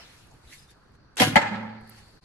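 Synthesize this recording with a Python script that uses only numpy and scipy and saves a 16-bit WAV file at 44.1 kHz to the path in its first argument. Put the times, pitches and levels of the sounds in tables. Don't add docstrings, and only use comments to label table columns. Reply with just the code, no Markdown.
import sys
import numpy as np
from scipy import signal
from scipy.fft import rfft, irfft
from scipy.io import wavfile
from scipy.ndimage import uniform_filter1d

SR = 44100
rng = np.random.default_rng(int(sys.argv[2]) if len(sys.argv) > 2 else 0)


def master(y):
    cut = np.clip(np.atleast_2d(y).T, -1, 1)
    pcm = np.round(cut * 32767)
    wavfile.write(sys.argv[1], SR, pcm.astype(np.int16))


def volts(x):
    e = np.asarray(x, float) / 20
    return 10 ** e


N = 99180
T = np.arange(N) / SR
SIDE = np.array([[.5], [-.5]])
STRIKE_S = 1.3574


def evened(x):
    return x / np.sqrt(np.mean(x ** 2) + 1e-20)


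def smooth(x, size):
    return uniform_filter1d(x, size=size)


def read(points, hz):
    f, value = np.transpose(points)
    return np.interp(np.log(hz + 1), np.log(f + 1), value)


def level(points):
    s, db = np.transpose(points)
    return volts(np.interp(T, s, db, left=-140, right=-140))


def resonate(x, hz, width_hz):
    turn = np.exp(2j * np.pi * hz * np.arange(x.shape[-1]) / SR)
    r = np.exp(-np.pi * width_hz / SR)
    return 2 * (turn * signal.lfilter([(1 - r) ** 2], [1, -2 * r, r * r], x / turn)).real


# pitch_hz, correlation
LIKENESS = [(60, 0.92), (250, 0.81), (600, 0.052), (1500, 0.59), (2300, -0.0014), (3200, -0.38),
            (8500, 0.13), (10500, 0.37), (13500, 0.12)]
# pitch_hz, left_minus_right_db
BALANCE = [(110, 0), (250, -6), (600, 2), (2000, -3.5), (4500, 5), (11000, -2.5)]


def paired(z, other, hz):
    same = np.clip(read(LIKENESS, hz), -1, 1)[:, None]
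    half = volts(read(BALANCE, hz) / 2)[:, None]
    right = same * z + np.sqrt(1 - same ** 2) * other
    return np.array([half * z, right / half])


def hiss(tone, patchy_db):
    frames, hz = N // 128 + 5, np.fft.rfftfreq(512, 1 / SR)
    a, b, c, d, patch = rng.standard_normal((frames, 257, 5)).T
    patch = uniform_filter1d(patch, size=8, axis=0)
    patch = evened(uniform_filter1d(patch, size=12, axis=1))
    gain = volts(read(tone, hz)[:, None] + patchy_db * patch)
    z = paired(a + 1j * b, c + 1j * d, hz) * gain
    return evened(signal.istft(z, nperseg=512, noverlap=384)[1][:, :N])


def strike(hits, modes):
    out, t = np.zeros((2, N)), T[:SR // 2]
    for s, db in hits:
        at = round(s * SR)
        chances = 2 * rng.standard_normal((len(modes), 2))
        for (hz, mode_db, t60, pan_db, lead), (chance_db, chance_pan_db) in zip(modes, chances):
            lean_db = SIDE * (pan_db + chance_pan_db)
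            fade = volts(db + mode_db + chance_db + lean_db - 60 * t / t60)
            ring = np.sin(2 * np.pi * hz * t + SIDE * lead)
            out[:, at:at + len(t)] += np.minimum(t * hz, 1) * fade * ring
    return out


def chirp(rows, pan_db):
    out = np.zeros((2, N))
    for s, length, hz, glide, db in rows:
        u = np.clip((T - s) / length, 0, 1)
        lean = volts(db + pan_db * (hz > 1000) * SIDE)
        cycles = length * hz * u * (1 + (glide - 1) * u / 2)
        out += lean * np.sin(np.pi * u) * np.sin(2 * np.pi * cycles)
    return out


# start_s, level_db
STRING_RUSH = [
    (1.168, -40),
    (1.1705, -30),
    (1.178, -32),
    (1.197, -26),
    (1.205, -17.5),
    (1.225, -16.5),
    (1.245, -26),
    (1.3, -35.5),
    (1.35, -63),
]
# pitch_hz, density_db_per_hz
STRING_TONE = [(180, -49.5), (300, -8.5), (492, -9), (553, -22.5), (744, -5.5), (1090, -6.5), (3280, -3.5),
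               (10800, -19), (15500, -27.5)]
# start_s, level_db
STRING_SLAPS = [
    (1.2045, -16.5),
    (1.2095, -33.5),
    (1.2165, -14.5),
    (1.2215, -13),
    (1.235, -38.5),
    (1.253, -33),
    (1.268, -33),
]
# pitch_hz, level_db, t60_s, left_minus_right_db, left_lead_rad
BOW_MODES = [(196, -2.5, 0.09, -0.5, 0.6), (275.2, 1, 0.11, -7.5, 0.9), (494, 0.5, 0.15, 1, 5),
             (632, -8.5, 0.054, -2, -0.5), (747, -3.5, 0.095, 3.5, 1), (989, -7.5, 0.085, -1.5, 1.5),
             (1622, -12, 0.13, 0.5, 2), (2130, -4, 0.088, -8.5, 2), (2770, -14, 0.0067, 6, 6),
             (5850, -25.5, 0.18, -1.5, -3)]
# start_s, length_s, pitch_hz, glide_ratio, level_db
NOCK_TONES = [
    (1.198, .008, 3230, 1.02, -15),
    (1.2035, .016, 245, .95, -16),
    (1.262, .03, 115, .95, -32),
    (1.235, .07, 155, .95, -27),
    (1.271, .009, 265, .95, -19),
    (1.297, .01, 250, .95, -24),
    (1.316, .012, 220, .95, -29),
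    (1.332, .012, 215, .95, -27),
    (1.235, .03, 1630, 1, -29),
]


def bow():
    grain = volts(3.15 * evened(smooth(rng.standard_normal(N), 60)))
    rush = level(STRING_RUSH) * grain * hiss(STRING_TONE, 3.0)
    return rush + strike(STRING_SLAPS, BOW_MODES) + chirp(NOCK_TONES, pan_db=-6)


# start_s, swell_s, pitch_hz, level_db, t60_s
STRING_HUM = [
    (1.215, 0.0043, 108, -26.5, 0.7),
    (1.43, 0.21, 219.5, -17.5, 0.81),
    (1.5, 0.015, 200, -27.5, 0.37),
    (1.4, 0.19, 111.2, -33.5, 1.65),
]


def hum():
    out = np.zeros(N)
    waver_depth_db, drift_rad = 2., .3
    for s, swell, hz, db, t60 in STRING_HUM:
        t = np.maximum(T - s, 0)
        waver, drift = (evened(smooth(smooth(v, 700), 700)) for v in rng.standard_normal((N, 2)).T)
        gain = volts(db + waver_depth_db * waver * hz / 220 - 60 * t / t60)
        phase = 2 * np.pi * hz * t + drift_rad * (hz / 220) ** 2 * drift
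        out += np.minimum(t / swell, 1) * gain * np.sin(phase)
    return out * volts([[-1.5], [1.5]])


# start_s, level_db
ARROW_KNOCKS = [
    (1.3574, -10),
    (1.3605, -23),
    (1.3665, -9.5),
    (1.3695, -15),
    (1.375, -15.5),
]
# pitch_hz, level_db, t60_s, left_minus_right_db, left_lead_rad
TARGET_MODES = [(571.6, -6, 0.058, -4.5, 1.37), (828, 3.5, 0.025, 15.5, 4.5), (724, -2.5, 0.033, -4.5, 0.5),
                (884, -1.5, 0.11, -1, -1.35), (1343.4, -9, 0.075, 2, 0.4), (1783, 7.5, 0.011, 9.5, 2.5),
                (2043, -4, 0.11, -6, 2.32), (2100, -10, 0.065, -19, 1.84), (4300, -22, 0.072, 8, 5),
                (5370, -32.5, 0.019, 6.5, -7.5)]
# start_s, length_s, pitch_hz, glide_ratio, level_db
SHAFT_TONES = [
    (1.3572, .008, 1750, 1.25, -15),
    (1.361, .012, 2800, 1.23, -17),
    (1.3625, .013, 200, .95, -11),
    (1.361, .02, 107, .98, -22),
]
# pitch_hz, density_db_per_hz
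CRACK_SPECTRUM = [(150, -47), (250, -24.5), (658, -17.5), (837, 2.5), (1070, -14), (2060, -11.5),
                  (7130, -28), (15500, -60)]


def arrow():
    t = T - STRIKE_S
    crack_db, crack_s, fall_db_per_s = -15, .014, 1200
    fade = volts(crack_db - fall_db_per_s * np.maximum(t - crack_s, 0))
    crack = (t > 0) * fade * hiss(CRACK_SPECTRUM, 0.97)
    return strike(ARROW_KNOCKS, TARGET_MODES) + chirp(SHAFT_TONES, pan_db=8.5) + crack, crack


# start_s, level_db
ECHO_LEVEL = [(1.385, -25), (1.41, -29.5), (1.425, -24), (1.468, -28.5), (1.498, -43), (1.515, -32),
              (1.54, -33), (1.65, -39), (2.15, -70)]
# pitch_hz, density_db_per_hz
ECHO_SPECTRUM = [(150, -38), (250, -15.5), (423, -12.5), (606, -9.5), (663, -25), (894, 0.5), (1070, -18.5),
                 (1760, -11), (9000, -45), (11700, -80.5), (19800, -120)]
# pitch_hz, width_hz, level_db
ECHO_MODES = [(549, 92, -11.5), (850, 76, -7.5), (1330, 110, -8), (1727, 300, -8.5), (2083, 200, -9.5)]


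def echo():
    wash, white = hiss(ECHO_SPECTRUM, 3.), hiss([(20, 0), (20000, 0)], 2.)
    high_pass = signal.butter(2, 2600, "high", fs=SR, output="sos")
    treble = signal.sosfiltfilt(high_pass, wash)
    dulling_db_per_s = 25.5
    dull = volts(-dulling_db_per_s * np.maximum(T - STRIKE_S, 0))
    rings = sum(volts(db) * evened(resonate(white, hz, width_hz)) for hz, width_hz, db in ECHO_MODES)
    grain = volts(1.5 * evened(smooth(rng.standard_normal(N), 120)))
    return volts(-2.5) * level(ECHO_LEVEL) * grain * (wash - (1 - dull) * treble + rings)


# delay_s, level_db over the tail's start
WALL_RETURNS = [
    (.064, -7),
    (.097, -3),
    (.155, -7),
    (.22, -10),
]
# pitch_hz, t60_s
YARD_DECAY = [(100, 1), (250, 1), (900, 0.9), (2000, 0.61), (4000, 0.82), (8000, 0.38), (14000, 0.24)]
# pitch_hz, level_db
YARD_COLOR = [(100, -6), (330, -2.5), (900, -5.5), (1400, 2), (2000, 0.5), (5000, -5), (12000, 7.5)]


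def yard(x):
    taps = np.zeros((2, SR))
    at = np.arange(400, SR - 20, 20) + rng.integers(0, 20, (2, (SR - 401) // 20))
    np.put_along_axis(taps, at, rng.standard_normal(at.shape) ** 3, 1)
    hz, t, z = signal.stft(taps, SR, nperseg=256)
    shape = volts(-60 * t / read(YARD_DECAY, hz)[:, None])
    for delay, db in WALL_RETURNS:
        smear_db = -1200 * np.maximum(t - delay, 0)
        air_loss_db = 4.5 * hz[:, None] / 1000
        shape = shape + (t >= delay) * volts(db + smear_db - air_loss_db)
    z = paired(*z, hz) * shape * volts(read(YARD_COLOR, hz))[:, None]
    tail = signal.istft(z, SR, nperseg=256)[1]
    return signal.fftconvolve(x[None], evened(tail) / np.sqrt(SR), axes=1)[:, :N]


# start_s, length_s, pitch_hz, width_hz, level_db
SMALL_TICKS = [(.305, .045, 790, 200, -55), (.311, .01, 6300, 1800, -59), (.475, .06, 3900, 600, -59),
               (.522, .045, 2200, 500, -51), (.615, .045, 5000, 350, -60), (.685, .06, 3650, 250, -65),
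               (1.895, .004, 11800, 1800, -46), (1.2, .12, 14700, 500, -21), (1.357, .005, 14700, 900, -14),
               (1.895, .008, 14700, 900, -24), (1.9, .003, 12000, 2000, -50), (.27, .005, 10000, 4000, -62),
               (1.3574, .014, 8000, 7000, -33), (.705, .008, 9500, 3000, -62), (1.97, .015, 900, 300, -57),
               (1.875, .004, 11000, 3000, -60), (.508, .006, 8500, 4000, -59),
               (.533, .004, 11000, 3000, -57), (.585, .03, 5000, 300, -61), (.34, .005, 10500, 4000, -65),
               (1.81, .006, 11000, 2500, -65), (.92, .004, 11000, 3000, -72), (.678, .006, 9000, 4000, -64),
               (1.2195, .004, 11000, 2500, -34), (1.157, .005, 8000, 6000, -57),
               (1.181, .004, 8000, 5000, -42), (1.17, .004, 9000, 3000, -36)]


def ticks():
    out = np.zeros((2, N))
    for s, length, hz, width_hz, db in SMALL_TICKS:
        u = (T - s) / length
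        noise = rng.standard_normal((N, 2)).T * [[1], [.5]]
        ring = evened(resonate(np.cumsum(noise, 0), hz, width_hz))
        out += volts(db) * (u > 0) * np.exp(-(2 * u - .5) ** 2) * ring
    return out


# start_s, level_db
AIMING_CLOTH = [(0.0, -61.5), (0.15, -56.5), (0.27, -61.5), (0.406, -66.5), (0.5, -55.5), (0.536, -45),
                (0.56, -50.5), (0.63, -57), (0.676, -67), (0.714, -54), (0.74, -70), (0.922, -77),
                (0.954, -67.5), (1.0, -108)]
# start_s, level_db
LOWERING_CLOTH = [(1.8, -76), (1.888, -63), (1.896, -68), (1.908, -58), (1.95, -59), (1.99, -53.5),
                  (2.02, -60), (2.12, -63.5), (2.224, -68), (2.249, -65)]
# pitch_hz, density_db_per_hz
CLOTH_SPECTRUM = [(290, -58), (500, -30), (777, -27), (1020, -12), (1530, -25), (1730, -2), (2160, -4),
                  (10500, -12), (13500, -19.5)]
# start_s, level_db
SCUFF_LEVEL = [(0, -46), (.05, -50.5), (.27, -68.5), (.3, -76)]
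# pitch_hz, density_db_per_hz
SCUFF_SPECTRUM = [(200, -11), (750, -2.5), (1500, -3.5), (3600, -4), (6000, -10.5), (8000, -24)]


def rustle():
    sleeve = (level(AIMING_CLOTH) + level(LOWERING_CLOTH)) * hiss(CLOTH_SPECTRUM, 2.2)
    return sleeve + level(SCUFF_LEVEL) * hiss(SCUFF_SPECTRUM, 2.5)


# start_s, level_db
INSECT_LEVEL = [(0, -71.5), (1.15, -72.5), (1.599, -76), (1.9, -59.5), (2.25, -64.5)]
# pitch_hz, density_db_per_hz
QUIET_SPECTRUM = [(12, -61.5), (20, -25), (64, -4.5), (223, -21.5), (384, -18), (451, -23), (1610, -25.5),
                  (2000, -33.5), (13000, -62.5)]


def air():
    chirr = resonate(hiss([(20, 0), (20000, 0.004)], 1.1), hz=4450, width_hz=900)
    whine = resonate(rng.standard_normal((N, 2)).T, hz=5780, width_hz=130)
    quiet = volts(-55) * hiss(QUIET_SPECTRUM, 1.8)
    return quiet + level(INSECT_LEVEL) * evened(chirr) + volts(-83) * evened(whine)


def scene():
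    shot, (hit, crack) = bow(), arrow()
    shot_wet_db, hit_wet_db, crack_wet_db = -5, -10, -2
    sent = volts(shot_wet_db) * shot + volts(hit_wet_db) * hit + volts(crack_wet_db) * crack
    wet = yard(sent.mean(0))
    return shot + hit + hum() + wet + echo() + ticks() + rustle() + air()


def low_pass(x):
    return signal.sosfilt(signal.butter(12, 16300, fs=SR, output="sos"), x)


# pitch_hz, level_db
TREBLE_EDGE = [(12300, 0), (13000, -32), (14000, -32), (14300, -32), (15200, -32), (15900, -60)]


def record(dry):
    dip_s, fade_out_s, fade_in_s = 2.207, .03, .025
    dip = np.maximum((dip_s - T) / fade_out_s, (T - dip_s) / fade_in_s)
    limited = np.tanh(dry / 1.586) * 1.39 * np.clip(dip, .03, 1)
    shelf = volts(read(TREBLE_EDGE, np.fft.rfftfreq(N, 1 / SR)))
    return low_pass(irfft(rfft(limited) * shelf, N))


dry = scene()
out = record(dry)
master(out)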